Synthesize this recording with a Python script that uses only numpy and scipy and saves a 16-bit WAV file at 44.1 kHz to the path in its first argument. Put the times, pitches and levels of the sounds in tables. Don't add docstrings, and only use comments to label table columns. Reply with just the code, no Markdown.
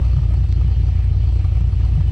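import sys
import numpy as np
from scipy import signal
from scipy.fft import rfft, irfft, next_fast_len
from scipy.io import wavfile
from scipy.ndimage import uniform_filter1d

SR = 44100
rng = np.random.default_rng(int(sys.argv[2]) if len(sys.argv) > 2 else 0)


def volts_from_db(level):
    exponent = np.asarray(level, float) / 20
    return 10 ** exponent


def pcm_store(signal):
    levels = np.round(np.clip(np.atleast_2d(signal), -1, 1) * 32767)
    wavfile.write(sys.argv[1], SR, levels.astype(np.int16).T)


N = 93227
LEAD = SR // 4

# (frequency [Hz], width [Hz], level [dB])
TAILPIPE = [(224, 120, -17.5), (273.6, 17, 2.5), (323, 89, 7.5), (347, 110, 4.5), (456.4, 49, 1),
            (601, 120, -2.5), (754, 58, 2.5), (925, 150, -4.5), (1207, 180, -4.5)]


def level(x, db):
    return x * volts_from_db(db) / np.sqrt(np.mean(x ** 2))


def shape(x, gain):
    pad = 512
    size = next_fast_len(N + SR)
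    s = 1j * np.arange(size // 2 + 1) * SR / size
    padding = [(0, 0)] * (x.ndim - 1) + [(pad, pad)]
    mirrored = np.pad(x, padding, mode="reflect", reflect_type="odd")
    return irfft(rfft(mirrored, size) * gain(s), size)[..., pad:pad + x.shape[-1]]


def peak(s, hz, width):
    return s * width / (s * s + s * width + hz * hz)


def walk(rate):
    k = int(SR / rate)
    steps = np.repeat(rng.standard_normal(N // k + 1), k)
    return 1.55 * uniform_filter1d(uniform_filter1d(steps, k), k)[:N]


def wide(hz):
    mid, side = rng.standard_normal((2, N))
    return mid + min(hz / 12000, .45) * side * np.array([[1], [-1]])


def ringing(table, gate, source, flicker_db):
    total = 0
    for hz, width, db in table:
        flicker = volts_from_db(flicker_db * min(350 / width, 1) * walk(33.92))
        drive = source(hz) * gate * flicker
        total = total + volts_from_db(db) * shape(drive, lambda s: peak(s, hz, width) * peak(s, hz, 2 * width))
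    return total


def firings():
    # (start [s], strength of the wavering first firing [dB], lateness [firings])
    cycles = [(-0.0887, -18.0, -0.0), (0.0444, -3.9, -0.01), (0.1771, -15.0, 0.02), (0.3167, -2.2, -0.03),
              (0.4509, -18.1, 0.01), (0.5901, -1.8, -0.01), (0.7253, -7.3, 0.01), (0.8634, -2.7, -0.0),
              (1.0011, -6.6, 0.01), (1.1431, -4.3, -0.02), (1.2847, -2.8, -0.02), (1.4224, -16.1, -0.03),
              (1.5669, -1.6, -0.02), (1.7052, -14.2, -0.06), (1.8456, -1.0, 0.0), (1.984, -16.1, -0.02),
              (2.1246, -16.1, -0.02)]
    # (strength [dB], lateness [firings])
    lope = [(-9.0, -0.04), (-2.3, 0.01), (-6.5, -0.09), (-0.6, -0.04), (-6.9, 0.01), (-0.5, -0.0),
            (-10.1, 0.1), (-1.0, 0.01), (-13.4, 0.11), (-3.0, -0.02), (-5.5, -0.03), (-0.8, 0.0),
            (-14.3, 0.04), (-0.6, -0.0)]
    lope_gas_db = [-13.5, 3, -18.5, -2.5, -11, 0.5, -1, 0, -16, -18, -8.5, 2, -9, -7]
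    # (time [s], thump level [dB], gas level [dB])
    spits = [(0.011, -9, 6), (0.029, -2, 1), (0.044, -9, 7), (0.061, -1, 0), (0.079, -5, -1),
             (0.094, -9, -3), (0.11, -1, 0), (0.161, 1, 6), (0.177, -9, 0), (0.212, 1, -4), (0.228, -2, 1),
             (0.246, 2, -2), (0.282, 4, -1), (0.316, 2, 0), (0.334, -2, 6), (0.367, 3, 2), (0.401, 2, -1),
             (0.434, 1, 2), (0.52, 0, -4), (0.555, 3, -2), (0.607, 0, 5), (0.64, 3, -3), (0.708, 1, 3),
             (0.76, 2, -3), (0.794, 4, -6), (0.829, 5, 0), (0.863, -1, 0), (0.881, -3, 4), (0.915, -3, -2),
             (0.949, 3, -3), (0.984, 1, 1), (1.037, -2, -2), (1.071, 2, -3), (1.108, 2, -6), (1.196, 1, -2),
             (1.267, -1, 2), (1.284, 1, 0), (1.319, 0, 2), (1.353, 5, -1), (1.388, 2, 3), (1.441, 3, 6),
             (1.476, -3, -5), (1.549, -3, 3), (1.567, 3, 0), (1.602, 3, 0), (1.635, 2, -3), (1.671, 1, 1),
             (1.723, 4, 2), (1.828, -2, 3), (1.846, 0, 5), (1.88, 2, -1), (1.914, 2, 0), (1.949, 1, 1),
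             (2.002, 0, 6), (2.072, -2, 1)]
    # (time [s], strength [dB], lateness [ms])
    odd = [(-0.023, -0.5, -1.6), (-0.005, -9.4, -0.1), (0.011, -0.9, -0.4), (0.029, -9.0, -1.4),
           (0.044, -2.0, -0.3), (0.079, -10.9, -0.6), (0.127, -0.7, 0.2), (0.161, -1.5, 0.1),
           (0.177, -18.6, 1.2), (0.194, -12.6, -1.0), (0.212, -3.1, -0.4), (0.301, -8.9, -0.6),
           (0.401, -0.9, 0.3), (0.434, -1.3, 0.1), (0.502, -11.2, -0.1), (0.538, -8.6, 0.3),
           (0.555, -0.3, 0.4), (0.574, -8.1, -0.8), (0.692, -18.0, 0.3), (0.776, -4.5, 0.6),
           (0.794, 0.0, 0.3), (0.812, -9.3, 0.3), (0.932, -14.7, 0.0), (0.949, -1.3, -0.4),
           (0.967, -25.6, -0.5), (1.018, -5.6, -0.1), (1.071, 0.0, -0.1), (1.09, -10.0, 0.3),
           (1.143, -4.2, -0.5), (1.161, -0.3, -0.1), (1.213, -3.9, 0.3), (1.232, -0.2, 0.2),
           (1.25, -18.9, 0.4), (1.319, -1.7, -0.2), (1.335, -5.8, 0.5), (1.371, -10.7, 0.1),
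           (1.422, -14.4, -1.4), (1.461, -12.4, 0.5), (1.494, -7.7, -0.1), (1.549, -0.9, -0.3),
           (1.567, -0.7, 0.0), (1.583, -4.8, 0.5), (1.602, -1.8, 0.4), (1.617, -9.8, 0.5),
           (1.635, -0.4, 0.5), (1.69, -9.9, -0.9), (1.723, -1.5, -0.4), (1.775, -4.5, 0.3),
           (1.793, -0.4, 0.2), (1.862, -9.6, 0.8), (1.896, -10.6, 0.8), (1.932, -4.0, -0.3),
           (1.949, 0.3, 0.2), (1.984, -14.8, -0.8), (2.09, -21.0, -0.6), (2.107, -0.4, 0.5)]
    push_scatter_db, gas_scatter_db, jitter = .2, .6, .004

    strength, late = np.array(lope).T
    pattern = np.c_[strength, lope_gas_db, late].reshape(2, 7, 3)
    rows = []
    for k, (_, first_db, first_late) in enumerate(cycles[:-1]):
        rows += [(first_db, first_db, first_late), *pattern[k % 2]]
    rows = np.array(rows)
    chance = rng.standard_normal((len(rows), 4))
    slot = np.arange(len(rows)) + rows[:, 2] + jitter * chance[:, 3]
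    at = np.interp(slot, 8 * np.arange(len(cycles)), np.array(cycles)[:, 0])
    db = rows[:, [0, 1, 1]]
    for s, *both_db in spits:
        db[np.abs(at - s).argmin(), 1:] = both_db
    for s, push_db, late_ms in odd:
        k = np.abs(at - s).argmin()
        db[k, 0] = push_db
        at[k] += late_ms / 1000
    scatter = chance[:, :3] * [push_scatter_db, gas_scatter_db, gas_scatter_db]
    trains = np.zeros((3, N + 2 * LEAD))
    trains[:, (at * SR).astype(int) + LEAD] = volts_from_db(db + scatter).T
    return trains


def puffs(gas):
    rise_s, fall_s = .004, .006
    turn = 2 * np.pi
    flow = shape(gas, lambda s: 1 / (1 + turn * s * rise_s) / (1 + turn * s * fall_s))
    flow = flow[LEAD:][:N]
    return flow / flow.mean()


def boom(push):
    # (frequency [Hz], width [Hz], level [dB], polarity [+1 or -1])
    boom_modes = [(71.9, 20.1, 10.0, 1), (102.0, 22.4, 4.0, -1), (134.4, 12.0, -1.7, -1),
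                  (170.5, 13.8, -17.4, 1)]
    muffler_hz, leak_hz = 210, 6.4

    def gain(s):
        modes = sum(sign * volts_from_db(db) * peak(s, hz, width) for hz, width, db, sign in boom_modes)
        return modes * s / (s + leak_hz) / (1 + s / muffler_hz) ** 3

    return level(shape(push, gain)[LEAD:][:N], -14.5)


def burble(kick, t):
    # (frequency [Hz], width [Hz], level [dB])
    burble_modes = [(129.2, 9.4, -1.5), (149.5, 21.4, -7), (178.3, 13, -19)]
    # (time [s], level [dB])
    effort = [
        (0, -1),
        (.15, 1.5),
        (.55, 1),
        (1.1, -5),
        (1.5, -3),
        (1.85, 0),
        (2.1, 10.5),
    ]
    rough = level(ringing(burble_modes, 0.12 + puffs(kick), wide, 2.2), -29.5)
    return rough * volts_from_db(np.interp(t, *np.array(effort).T))


def rumble(kick):
    return level(ringing(TAILPIPE[:5], 0.44 + puffs(kick), lambda hz: wide(7.1 * hz), 0.5), -48)


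def thump(kick):
    hz, width_hz, delay_s = 308, 115, .0029
    gain = lambda s: np.exp(-2 * np.pi * s * delay_s) * peak(s, hz, width_hz) ** 3
    return level(shape(kick, gain)[LEAD:][:N], -52)


def spit(puff):
    steady = .25
    return level(ringing(TAILPIPE[5:], steady + puff, lambda hz: wide(3.34 * hz), 1.0), -49.5)


def bay(puff):
    # (frequency [Hz], width [Hz], level [dB])
    bay_modes = [(1813, 420, -4), (2314, 270, -2.5), (2588, 42, 2), (2607, 120, -5), (2962, 75, 2.5),
                 (3237, 160, -3), (3725, 38, -3.5), (4070, 240, -9.5), (4415, 420, -4.5),
                 (5400, 1160, -10.5), (7680, 270, -16.5), (8460, 210, -15), (9070, 510, -19.5)]
    ticks_per_s, tick_db, gate_depth, flicker_db = 540, -10, 0.44, 3.3

    def rustle(hz):
        hiss = wide(hz)
        struck = rng.random(N) < ticks_per_s / SR
        ticks = struck * rng.standard_normal(N) * np.sqrt(SR / ticks_per_s)
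        return hiss + ticks * volts_from_db(tick_db)

    return level(ringing(bay_modes, 1 + gate_depth * puff, rustle, flicker_db), -53.5)


def clicks(t):
    # (time [s], peak level [dB], frequency [Hz], right-hand share [0-1])
    stone = [
        (.5165, -38, 3800, .65),
        (.5245, -33.5, 4200, .65),
        (.5245, -37, 2000, .65),
        (.5258, -55, 7800, .6),
    ]
    fall_s = .0014
    out = 0
    for s, db, hz, right in stone:
        burst = rng.standard_normal(N) * np.exp(-np.abs(t - s) / fall_s) * (t >= s)
        tick = shape(burst, lambda z: peak(z, hz, .7 * hz) ** 3)
        pan = 2 * np.array([[1 - right], [right]])
        out = out + volts_from_db(db) * tick / np.abs(tick).max() * pan
    return out


def other_car(t):
    hz, width_hz, fall_s = 563, 67, 0.21
    hum = shape(wide(3 * hz), lambda s: peak(s, hz, width_hz) ** 2)
    return level(hum, -50) * np.exp(-t / fall_s)


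def air():
    # (frequency [Hz], level per Hz [dB])
    spectrum = [(120, -31), (200, -4.5), (435, -11), (776, -22), (1530, -25.5), (3010, -19), (3490, -26),
                (8670, -50), (10400, -55.5), (13500, -64.5), (22000, -70.5)]
    hz, db = np.array(spectrum).T
    centres = 240 * 2 ** np.arange(0, 6.5, .5)
    bands = [(f, f / 3, np.interp(np.log(f), np.log(hz), db)) for f in centres]
    return level(ringing(bands, volts_from_db(.7 * walk(8)), wide, 1.5), -47.5)


def scene():
    left_db, left_lag_s = .58, .00003
    t = np.arange(N) / SR
    push, kick, gas = firings()
    puff = puffs(gas)
    tilt = volts_from_db(np.array([[left_db], [-left_db]]) / 2)
    low = (boom(push) + burble(kick, t)) * tilt
    exhaust = low + rumble(kick) + thump(kick) + spit(puff)
    left, right = exhaust + bay(puff) + clicks(t) + other_car(t) + air()
    return np.array([shape(left, lambda s: np.exp(-2 * np.pi * s * left_lag_s)), right])


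def top_cut(x):
    return signal.sosfilt(signal.butter(12, 15090, fs=SR, output="sos"), x)


def record(dry):
    ceiling, top_hz, fade_in_s, offset = .55, 14100, .0002, .0026
    pad = SR // 8
    middle = np.pad(dry.mean(axis=0), pad, mode="reflect", reflect_type="odd")
    swing = np.abs(signal.hilbert(middle))[pad:][:N]
    held = dry / (1 + (uniform_filter1d(swing, size=200) / ceiling) ** 4) ** .25
    soft = shape(held, lambda s: 1 / (1 + 0.56 * s / top_hz + (s / top_hz) ** 2))
    fade = np.minimum(np.arange(N) / SR / fade_in_s, 1)
    return top_cut(soft * fade + offset)


dry = scene()
out = record(dry)
pcm_store(out)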